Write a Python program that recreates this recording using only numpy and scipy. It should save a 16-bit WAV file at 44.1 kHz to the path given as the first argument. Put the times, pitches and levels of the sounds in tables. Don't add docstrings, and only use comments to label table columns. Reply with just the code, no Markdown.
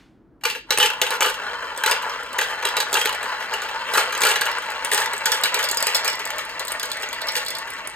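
import sys
import numpy as np
from scipy import signal
from scipy.fft import rfft, irfft, next_fast_len
from scipy.io import wavfile
from scipy.ndimage import uniform_filter1d

SR = 44100
rng = np.random.default_rng(int(sys.argv[2]) if len(sys.argv) > 2 else 0)


def master_out(mix):
    frames = np.transpose(np.atleast_2d(mix))
    ceiling = np.clip(frames, -1, 1)
    pcm = np.round(ceiling * 32767).astype(np.int16)
    wavfile.write(sys.argv[1], SR, pcm)


N = 350595

# start_s, level_db, favoured_pitch_hz, rattle_t60_s
KNOCKS = [(0.41, -38, 2260, 0.035), (0.4358, -8.5, 2740, 0.012), (0.4507, -4.5, 2560, 0.081),
          (0.498, -12.5, 2750, 0.066), (0.55, -12, 2740, 0.048), (0.7057, -1, 3800, 0.017),
          (0.722, -5.5, 2620, 0.045), (0.773, -5.5, 2740, 0.091), (0.799, 0, 3020, 0.065),
          (0.811, -6, 3000, 0.077), (0.8269, -1, 2780, 0.068), (0.843, -10, 1700, 0.045),
          (0.858, -2.5, 2700, 0.025), (0.9017, -7.5, 2670, 0.011), (0.934, -18, 2730, 0.019),
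          (1.0147, 1, 3800, 0.04), (1.032, -13, 1530, 0.069), (1.0653, -9, 2770, 0.019),
          (1.105, -11, 1450, 0.25), (1.2065, -4, 1310, 0.087), (1.222, 2, 2880, 0.016),
          (1.2447, -5, 1460, 0.21), (1.341, -15, 1500, 0.03), (1.659, -34, 1690, 0.024),
          (1.762, -21, 1450, 0.04), (1.8358, -1, 4170, 0.012), (1.8603, -3, 3950, 0.023),
          (1.876, -9, 1500, 0.067), (1.9141, -2, 2600, 0.053), (2.027, -16.5, 1120, 0.04),
          (2.0949, -18.5, 1450, 0.025), (2.204, -30, 1700, 0.025), (2.263, -30, 1380, 0.013),
          (2.3864, -1.5, 1770, 0.026), (2.4132, -5.5, 1460, 0.053), (2.504, -14.5, 1700, 0.032),
          (2.6253, -12, 1700, 0.02), (2.6517, -3, 2720, 0.0095), (2.668, -10.5, 2760, 0.033),
          (2.71, -24, 1700, 0.021), (2.765, -5.5, 4230, 0.16), (2.8028, -5.5, 4210, 0.045),
          (2.932, -11, 3860, 0.036), (2.9531, -3, 2670, 0.056), (2.968, -5, 1180, 0.072),
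          (3.0135, -5.5, 3260, 0.012), (3.0561, 1.5, 1630, 0.018), (3.071, -8.5, 1100, 0.015),
          (3.0921, -12, 2780, 0.0083), (3.127, -13, 1100, 0.017), (3.228, -13, 1640, 0.063),
          (3.29, -25, 1100, 0.048), (3.4015, -17.5, 1970, 0.13), (3.426, -18.5, 1700, 0.035),
          (3.5377, -7.5, 1660, 0.023), (3.6198, -12, 1420, 0.047), (3.686, -16.5, 1130, 0.034),
          (3.94, -9, 4190, 0.039), (3.9483, -4, 1710, 0.14), (3.9768, 0.5, 1250, 0.042),
          (4.1236, -11, 1430, 0.025), (4.15, -11.5, 1930, 0.0098), (4.2157, -10, 1610, 0.045),
          (4.2341, -3, 2360, 0.045), (4.252, -4, 1520, 0.2), (4.287, -10, 1700, 0.096),
          (4.304, -6, 2700, 0.05), (4.3573, -6, 1760, 0.019), (4.416, -1.5, 1670, 0.011),
          (4.4642, -7, 1830, 0.024), (4.621, -20, 1100, 0.066), (4.848, -16, 1680, 0.064),
          (4.9159, -4.5, 1800, 0.26), (4.9765, -2.5, 1900, 0.021), (5.0175, -4, 1860, 0.026),
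          (5.0592, -9.5, 1880, 0.0086), (5.135, -9, 1850, 0.023), (5.165, -17, 1700, 0.018),
          (5.2562, -5.5, 1710, 0.11), (5.3211, -8.5, 1670, 0.079), (5.373, -15.5, 1140, 0.017),
          (5.4362, -10, 1540, 0.13), (5.4554, -5, 1560, 0.039), (5.5429, -10.5, 2350, 0.19),
          (5.592, -6.5, 1900, 0.074), (5.8614, -9, 2140, 0.32), (5.898, -14, 1500, 0.027),
          (5.9475, -11.5, 1850, 0.18), (6.0531, -10.5, 2200, 0.11), (6.0785, -11.5, 2280, 0.07),
          (6.194, -15, 1210, 0.055), (6.3038, -11, 1480, 0.01), (6.3879, -14.5, 1200, 0.062),
          (6.492, -18.5, 1700, 0.067), (6.5949, -17.5, 3300, 0.055), (6.706, -17, 1110, 0.018),
          (6.8308, -10, 1560, 0.053), (7.0306, -11.5, 2300, 0.023), (7.285, -16, 3260, 0.041),
          (7.352, -9, 1710, 0.074), (7.37, -11, 1980, 0.11), (7.674, -21, 1510, 0.049),
          (7.785, -25, 1500, 0.02)]
# pitch_hz, level_db, t60_s (capped in plastic_knocks)
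FUNNEL_MODES = [(444.7, -0.5, 0.13), (498.3, 0, 0.1), (858.5, 5, 0.079), (1220, -1, 0.059),
                (1476, -1, 0.066), (1670, 3.5, 0.044), (1872, 9.5, 0.0093), (2382, -2, 0.057),
                (2700, -13.5, 0.022), (2736, 1, 0.045), (2993, 6, 0.028), (3280, -1, 0.076),
                (3370, -20, 0.02), (3920, 3, 0.024), (4240, -10, 0.02), (5796, -5, 0.056),
                (6440, -5.5, 0.057)]
# start_s, level_db, pitch_hz, clack_vs_tick_db
CLICKS = [(0.437, -26, 6200, 3), (0.453, -15.5, 5970, -2), (0.499, -27, 8650, 5), (0.706, -9, 5750, -26),
          (0.7425, -33, 7500, -1), (0.7747, -18, 6140, 3), (0.7851, -3.5, 9170, -39),
          (0.828, -12, 9100, -15), (0.859, -16, 8450, -11), (1.0154, -10, 6300, -3),
          (1.1048, -18, 8800, -3), (1.138, -31, 7800, -3), (1.206, -10, 6440, -11),
          (1.2276, -11.5, 7460, -9), (1.26, -23, 8100, 4), (1.775, -19, 8200, -12), (1.837, -20, 6400, -17),
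          (1.8606, -10.5, 7950, -10), (1.911, -14, 8400, 1), (2.0222, -30, 8000, -9),
          (2.2312, -30, 8200, -13), (2.329, -26, 8200, -12), (2.384, -18, 6760, -7),
          (2.4109, -17.5, 7500, -15), (2.6525, -12, 8300, -16), (2.6866, -26.5, 7700, 6.5),
          (2.7666, -16.5, 7760, -2), (2.802, -15.5, 6600, -4), (2.919, -28, 8000, -11),
          (2.9282, -11, 7360, -10), (2.9406, -11.5, 6470, -3), (2.953, -18, 7600, -20),
          (3.0495, -21, 7960, -6), (3.056, -14.5, 9500, -6), (3.0925, -23, 8720, -5),
          (3.1257, -25, 8650, -4), (3.147, -25, 8200, -8), (3.2297, -21, 8300, -29), (3.535, -26, 6830, -9),
          (3.5675, -36, 7800, -15), (3.618, -22, 6950, -33), (3.9255, -35, 8200, -15),
          (3.936, -12.5, 9500, -13), (3.946, -20, 7600, -13), (3.9731, -9.5, 9200, -11),
          (4.15, -22, 6600, -18), (4.1763, -17, 7900, -20), (4.2057, -17, 7700, -7),
          (4.2174, -11.5, 6760, -4), (4.2338, -7.5, 9300, -7), (4.2499, -8.5, 8900, -12),
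          (4.2677, -12, 7800, -3), (4.3044, -31, 7580, -4), (4.3587, -30, 7400, -1),
          (4.41, -14.5, 8900, -3.5), (4.4543, -20, 6340, -8), (4.5135, -29, 7940, 3),
          (4.584, -23.5, 8400, -24), (4.6575, -36, 8000, -15), (4.7016, -26, 8100, -8),
          (4.7164, -29, 8000, -15), (4.8466, -8.5, 9250, -23), (4.9142, -17, 9100, -6),
          (4.9255, -13, 8300, -8), (4.9332, -5.5, 8750, -20), (4.9449, -7.5, 8400, -12),
          (4.975, -17, 7800, 3), (5.0025, -17, 8000, -12), (5.019, -28, 8450, -3), (5.0415, -31, 8000, -12),
          (5.0576, -35, 8060, 15), (5.1323, -20, 8100, -9), (5.1606, -38, 8000, -10),
          (5.1786, -17, 8000, -24), (5.256, -8, 6930, -3), (5.3177, -10.5, 5650, 1),
          (5.3448, -19, 7960, -10), (5.412, -25, 8100, -15), (5.435, -10, 7300, 0.5),
          (5.5423, -9, 7660, -6), (5.589, -18, 6800, -15), (5.627, -21, 7430, 2), (5.639, -17.5, 6750, 3.5),
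          (5.65, -25, 7300, 1), (5.687, -19.5, 6840, 4), (5.6975, -23, 7300, -3), (5.712, -11, 7140, -8.5),
          (5.7225, -26, 7440, -12), (5.745, -24, 7360, 0), (5.7703, -13, 7050, 0), (5.8031, -22.5, 8000, 4),
          (5.8247, -10.5, 7600, -5), (5.8679, -9, 7640, -5.5), (5.9457, -20.5, 7700, 13.5),
          (5.953, -8.5, 7300, -8), (5.965, -16.5, 7260, -2), (6.045, -20.5, 6750, 5),
          (6.0535, -18, 7500, -8), (6.0767, -19, 8250, 9.5), (6.0985, -23, 7600, 0),
          (6.1287, -37, 7460, 19), (6.1535, -24, 7600, -15), (6.192, -31, 7450, 4),
          (6.2528, -17.5, 7600, -11), (6.2722, -33, 7450, 6), (6.3036, -25, 6370, -7),
          (6.3588, -37, 8500, -14), (6.3819, -22.5, 7300, -2.5), (6.45, -23, 9500, -25),
          (6.492, -54, 6900, 24), (6.594, -21.5, 7100, 0.5), (6.65, -19.5, 8640, -20),
          (6.671, -21, 7900, -25), (6.6798, -23.5, 7700, 4), (6.7026, -36, 7000, 0),
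          (6.7187, -11.5, 8800, -20), (6.7956, -24, 9200, 4.5), (6.8287, -19, 6900, -5),
          (6.8545, -23, 8430, -7), (6.876, -36, 8500, -25), (6.8991, -31, 7940, -3),
          (6.9152, -22.5, 9350, 4), (6.93, -30, 8000, -4), (6.9699, -27, 8700, -10),
          (6.9975, -33, 8000, -8), (7.012, -29, 7960, -25), (7.022, -26, 7300, -4), (7.0309, -37, 7000, 8),
          (7.0881, -20, 6700, -33), (7.128, -26.5, 7500, 4.5), (7.144, -31, 8500, -11),
          (7.2148, -29.5, 9100, 11), (7.269, -32, 8360, 8), (7.284, -34.5, 7800, 21),
          (7.32, -21, 8200, -18), (7.335, -31, 7500, -23), (7.353, -25, 6790, 5), (7.3637, -19, 8300, 4),
          (7.449, -26, 8200, -15), (7.4611, -30, 8900, 13.5), (7.4818, -23, 8250, 5),
          (7.5033, -18, 8600, -5), (7.549, -32.5, 8600, 15), (7.568, -26, 7560, -17),
          (7.5842, -23, 8900, -6), (7.703, -22, 9300, -19), (7.735, -26, 8200, -25),
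          (7.873, -13.5, 9440, -35), (7.898, -25.5, 8440, -32)]
# pitch_hz, width_hz, level_db
CLACK_MODES = [(3450, 180, 0), (4160, 560, 2.5), (4530, 120, 2), (4960, 140, 1.5), (5380, 210, -1.5)]
# time_s, rumble_db
ROLL_LEVELS = [(.44, -60), (.66, -69), (.7, -36), (.85, -35), (1.2, -29), (1.75, -30), (2.3, -29.5),
               (3.3, -28), (3.9, -29), (4.2, -26), (4.6, -29), (5.2, -30), (5.8, -28), (6.2, -29.5),
               (6.45, -32.5), (7.0, -31.5), (7.6, -32), (7.95, -36)]
# peak_s, rumble_db, grit_db
RUSHES = [(.8, -39, -45), (1.08, -50, -39), (1.3, -34, -34.5), (1.9, -22.5, -31), (2.5, -30, -43),
          (2.74, -30, -59), (3.0, -32, -28), (3.999, -21.5, -26), (4.3, -20, -23.5), (5.0, -22.5, -28),
          (5.35, -22, -30.5), (5.65, -33, -41), (5.95, -27.5, -35), (7.38, -41, -32.5)]
# pitch_hz, width_hz, at_rim_db, near_hole_db
BOWL_MODES = [(476.6, 45, 0.5, -5.5), (656, 83, -63, -2.5), (875, 25, 6, 4), (919, 24, 3.5, 1),
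              (989, 14, 9, 0), (1120, 20, -24, 1), (1158, 26, -25, -11), (1426, 29, 7, 0.5),
              (1683, 30, -2.5, -1.5), (1820, 34, -35, 4.5), (1988, 28, -8, 5.5), (2207, 35, -17, 2.5),
              (2328, 19, -6, 2), (2710, 120, -6.5, -1), (3070, 24, 3, -2), (3580, 52, -59, -44),
              (4040, 120, -10.5, -9.5), (4700, 47, -29, -11)]
# frequency_hz, gain_db
BOWL_WASH_EQ = [(150, -56), (380, -27), (520, 1), (740, 2), (1000, 6), (1700, 7), (3000, -5.5),
                (5000, -10.5), (9000, -44)]
# frequency_hz, gain_db
GRIT_EQ = [(2500, -6), (4000, -4), (6000, -2.5), (8000, -0.5), (10500, 3), (13500, -3.5), (16500, -19)]
# frequency_hz, left_lead_rad
FUNNEL_PHASE = [(0, 0), (1720, -.5), (2670, .9), (4390, .5), (5500, 2.3), (7200, 0), (8600, -.9),
                (9900, -2.8), (11500, -3.5), (13000, -6), (14600, -6.7), (16500, -8.6)]
BOWL_PHASE = [(0, 0), (1000, .5), (1700, .6), (2760, 1.5), (4130, 1.9), (5800, 2.3), (7200, 0), (8600, -.9),
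              (9900, -2.8), (11500, -3.5), (13000, -6), (14600, -6.7), (16500, -8.6)]
# frequency_hz, left_over_right_db
FUNNEL_PAN = [(200, 1), (700, 1), (1400, 2), (2400, 3), (4400, -3), (8000, -1.2), (13000, 2.2)]
BOWL_PAN = [(200, 5.5), (700, 0.5), (1400, 2.5), (2400, 3.5), (4400, -3.5), (8000, -0.5), (13000, 0.8)]
# frequency_hz, t60_s
ROOM_DECAY = [(200, 0.13), (1000, 0.19), (3500, 0.33), (6000, 0.27), (12000, 0.14)]
# frequency_hz, gain_db
ROOM_TONE_EQ = [(15, -25), (30, -8), (46, 4), (85, -7), (120, -1), (155, -4.5), (300, 1.5), (500, -13),
                (1500, -22), (2500, -38), (8000, -54)]

FEED_ENDS_S = 4.7
SPIRAL_START_S, SPIRAL_END_S = 0.81, 6.06
RUMBLE_DB_PER_S, GRIT_DB_PER_S = (151, 143), (206, 252)


def plastic_knocks():
    out, t = np.zeros(N), np.arange(3000) / SR
    hz, db, t60 = np.transpose(FUNNEL_MODES)[:, :, None]
    fades = amp(db - 60 * t / np.minimum(t60, np.where((hz < 1100) | (hz > 5000), .11, .04)))
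    landings = rng.standard_normal((len(KNOCKS), len(FUNNEL_MODES)))
    noise = rng.standard_normal((len(KNOCKS), len(t), 2))
    rebounds = noise[..., 0] * amp(2.93 * unit_rms(uniform_filter1d(noise[..., 1], 40)))
    rebounds[:, :110] *= amp(2)
    cracks = eq(rebounds, lambda f: amp(curve(GRIT_EQ, f)))
    slaps = eq(rebounds, lambda f: bell(f, 2200, 0.67))
    low = hz[:, 0] < 1100
    swell = np.minimum(t / 0.0088, 1)
    for knock, landing, shake, crack, slap in zip(KNOCKS, landings, rebounds, cracks, slaps):
        start_s, level_db, pitch_hz, rattle_s = knock
        rings = fades * np.sin(2 * np.pi * hz * (1 + .008 * np.roll(landing, 1)[:, None]) * t)
        weight = amp(1.4 * landing + 10.1 * bell(hz[:, 0], pitch_hz, 0.12)) * np.sign(landing)
        fall = np.minimum(t / 0.001, 1) * amp(-60 * t / rattle_s)
        bright = unit_rms(signal.fftconvolve(shake * fall, (weight * ~low) @ rings))
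        bright[:len(t)] += amp(-4) * unit_rms(slap * fall ** 0.14)
        bright[:len(t)] += amp(-5) * unit_rms(crack * fall ** 0.38)
        hollow = signal.fftconvolve(shake * swell * fall ** 0.67, (weight * low) @ rings)
        hollow_db = -14 if start_s > FEED_ENDS_S else -13
        hollow_db += 1.5 * np.log2(rattle_s / .04)
        blow = bright / abs(bright).max() + amp(hollow_db) * hollow / abs(hollow).max()
        add(out, start_s, amp(level_db - 4) * blow)
    return out


def glass_clicks():
    out, t = np.zeros((N, 2)), np.arange(2500) / SR
    noise = rng.standard_normal((len(CLICKS), 3, len(t)))
    shakes = unit_rms(eq(noise[:, 0], lambda f: amp(curve(GRIT_EQ, f))))
    hz, width, mode_db = np.transpose(CLACK_MODES)[:, :, None]
    chance = rng.uniform(-1, 1, (len(CLICKS), len(CLACK_MODES) + 1))
    pans_db = 4 * chance[:, 0]
    woken = amp(11 * chance[:, 1:])
    clacks = eq(noise[:, 1], lambda f: woken @ (amp(mode_db) * np.exp(-((f - hz) / width) ** 2)))
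    clacks /= clacks.std(axis=1, keepdims=True)
    snaps = unit_rms(eq(noise[:, 2], lambda f: bell(f, 13800, 0.15)))
    pulse = t / .0003 * np.exp(1 - t / .0003)
    snap_attack, body_attack = np.minimum(t / 0.00004, 1), np.minimum(t / 0.00065, 1)
    for (start_s, level_db, pitch_hz, clack_db), shake, clack, pan_db in zip(CLICKS, shakes, clacks, pans_db):
        snap_db = 1.5 if start_s < FEED_ENDS_S else -5
        snap_t60_s = .004 * amp(0.3 * (clack_db + 20))
        snap = snap_attack * amp(snap_db - 60 * t / snap_t60_s)
        tick = pulse * np.sin(2 * np.pi * pitch_hz * t) + snap
        rattle_db = -4.5 - 0.047 * (level_db + 15) + .42 * (clack_db + 10)
        body = amp(clack_db - 6.5 - 60 * t / 0.078) * clack + amp(rattle_db - 60 * t / 0.028) * shake
        gains = amp(level_db + pan_db * np.array([.5, -.5]))
        add(out, start_s + .001, gains * (tick + body_attack * body)[:, None])
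    return out.T


def rolling():
    t, steps = np.arange(N) / SR, np.arange(0, N / SR, .005)
    steady_power = amp(np.interp(steps, *np.transpose(ROLL_LEVELS), left=-120)) ** 2
    steady_grit_power = steady_power * amp(-27.5) ** 2
    peak_s, rumble_db, grit_db = np.transpose(RUSHES)
    begun = steps > ROLL_LEVELS[0][0]
    rumble_gain = np.sqrt(steady_power + begun * rush_power(steps, peak_s, rumble_db, RUMBLE_DB_PER_S))
    grit_gain = np.sqrt(steady_grit_power + begun * rush_power(steps, peak_s, grit_db, GRIT_DB_PER_S))
    rumble = bowl_ring(bumps(per_s=1100, spread_db=1.44) * amp(1.56 * wander(0.029)), t)
    mid, side = bumps(per_s=8000, spread_db=0.74), 0.25 * bumps(per_s=9700, spread_db=3.1)
    grains = np.array([mid + side, mid - side]) * amp(3.5 * wander(.004))
    grit = unit_rms(eq(grains, lambda f: amp(curve(GRIT_EQ, f)) / (1 + (f / 13000) ** 4)))
    return np.interp(t, steps, rumble_gain) * rumble + np.interp(t, steps, grit_gain) * grit


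def bowl_ring(drive, t):
    inward = np.clip((t - SPIRAL_START_S) / (SPIRAL_END_S - SPIRAL_START_S), 0, 1)
    wash = eq(drive, lambda f: amp(curve(BOWL_WASH_EQ, f) - 7.5))
    dull_rim_wash = eq(wash, lambda f: 0.62 + 0.51 / (1 + (f / 1850) ** 28))
    out = inward * wash + (1 - inward) * dull_rim_wash
    ring = np.zeros(N)
    for hz, width_hz, rim_db, hole_db in BOWL_MODES:
        passing_db = 1.5 * wander(0.033)
        gain = amp(rim_db + inward * (hole_db - rim_db) + passing_db)
        ring += signal.lfilter(*signal.iirpeak(hz, hz / width_hz, fs=SR), drive * gain)
    out += np.interp(t + .0003 * wander(.07), t, ring)
    return out / np.sqrt(uniform_filter1d(out ** 2, size=SR))


def rush_power(t, peak_s, peak_db, db_per_s):
    swell, fade = db_per_s
    late_s = t - peak_s[:, None]
    drop_db = np.where(late_s < 0, -swell * late_s, fade * late_s)
    return (amp(peak_db[:, None] - drop_db) ** 2).sum(0)


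def bumps(per_s, spread_db):
    size = amp(spread_db * np.minimum(rng.exponential(1, N), 5)) * rng.choice([-1., 1.], N)
    return unit_rms(size * (rng.random(N) < per_s / SR))


def table_thud(hits):
    shocks = uniform_filter1d(abs(hits.mean(0)), size=100)
    return amp(-19) * eq(shocks, lambda f: bell(f, 207, 0.77))


def room_echoes(send):
    taps = np.zeros((2, SR // 2))
    slots = np.arange(200, SR // 2 - 20, 20)
    arrivals = slots + rng.integers(0, 20, (2, len(slots)))
    np.put_along_axis(taps, arrivals, rng.choice([-1., 1.], arrivals.shape), 1)
    hz, t, bands = signal.stft(taps, SR, nperseg=256)
    tails = signal.istft(bands * amp(-60 * t / curve(ROOM_DECAY, hz)[:, None]), SR, nperseg=256)[1]
    return signal.fftconvolve(send[None], tails / np.linalg.norm(tails[0]), axes=1)[:, :N]


def room_tone():
    mid, side, noise = rng.standard_normal((3, N))
    tone = eq(np.array([mid + .2 * side, mid - .2 * side]), lambda f: amp(curve(ROOM_TONE_EQ, f)))
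    echo = eq(noise, lambda f: f / 2500 / (1 + (f / 2500) ** 3.2))
    return amp(-54) * unit_rms(tone) + echo * amp(-41.5 - 60 * np.arange(N) / SR / 0.5)


def mic_ports(x, phase, pan):
    half = np.array([[.5], [-.5]])
    return eq(x, lambda f: amp(half * curve(pan, f)) * np.exp(1j * half * np.interp(f, *np.transpose(phase))))


def amp(db):
    return 10 ** (np.asarray(db) / 20)


def unit_rms(x):
    return x / np.sqrt(np.mean(x ** 2) + 1e-20)


def curve(points, hz):
    point_hz, value = np.transpose(points)
    return np.interp(np.log(hz + 1), np.log(point_hz + 1), value)


def bell(hz, centre_hz, log_width):
    return np.exp(-(np.log((hz + 1) / centre_hz) / log_width) ** 2)


def eq(x, gain):
    size = next_fast_len(x.shape[-1] + 2048)
    return irfft(rfft(x, size) * gain(np.fft.rfftfreq(size, 1 / SR)), size)[..., :x.shape[-1]]


def wander(seconds):
    width = round(seconds * SR)
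    return unit_rms(uniform_filter1d(uniform_filter1d(rng.standard_normal(N), width), width))


def add(mix, start_s, sound):
    part = mix[round(start_s * SR):][:len(sound)]
    part += sound[:len(part)]


def scene():
    roll, hits = rolling(), plastic_knocks() + glass_clicks()
    near, scattered = room_echoes(amp(-10) * hits.mean(0) + amp(-11.5) * roll.mean(0))
    in_funnel = np.clip((5.2 - np.arange(N) / SR) / 0.87, 0, 1)
    mix = mic_ports((hits + near) * in_funnel, FUNNEL_PHASE, FUNNEL_PAN)
    mix += mic_ports((hits + near) * (1 - in_funnel) + roll, BOWL_PHASE, BOWL_PAN)
    side = eq(scattered, lambda f: 0.93 * bell(f, 2600, 1.25) + 0.19 * (f > 1500))
    mix += side * np.array([[1], [-1]])
    mix = eq(mix, lambda f: 1 - 0.57 * np.exp(-((f - 740) / 55) ** 2))
    low_cut = signal.butter(6, 390, "high", fs=SR, output="sos")
    return signal.sosfilt(low_cut, mix) + table_thud(hits) + room_tone()


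def record(dry):
    squeezed = .9 * np.tanh(dry / .9)
    high_cut = signal.firwin(1023, 16600, window=("kaiser", 12), fs=SR)
    return signal.oaconvolve(squeezed, high_cut[None], "same")


dry = scene()
out = record(dry)
master_out(out)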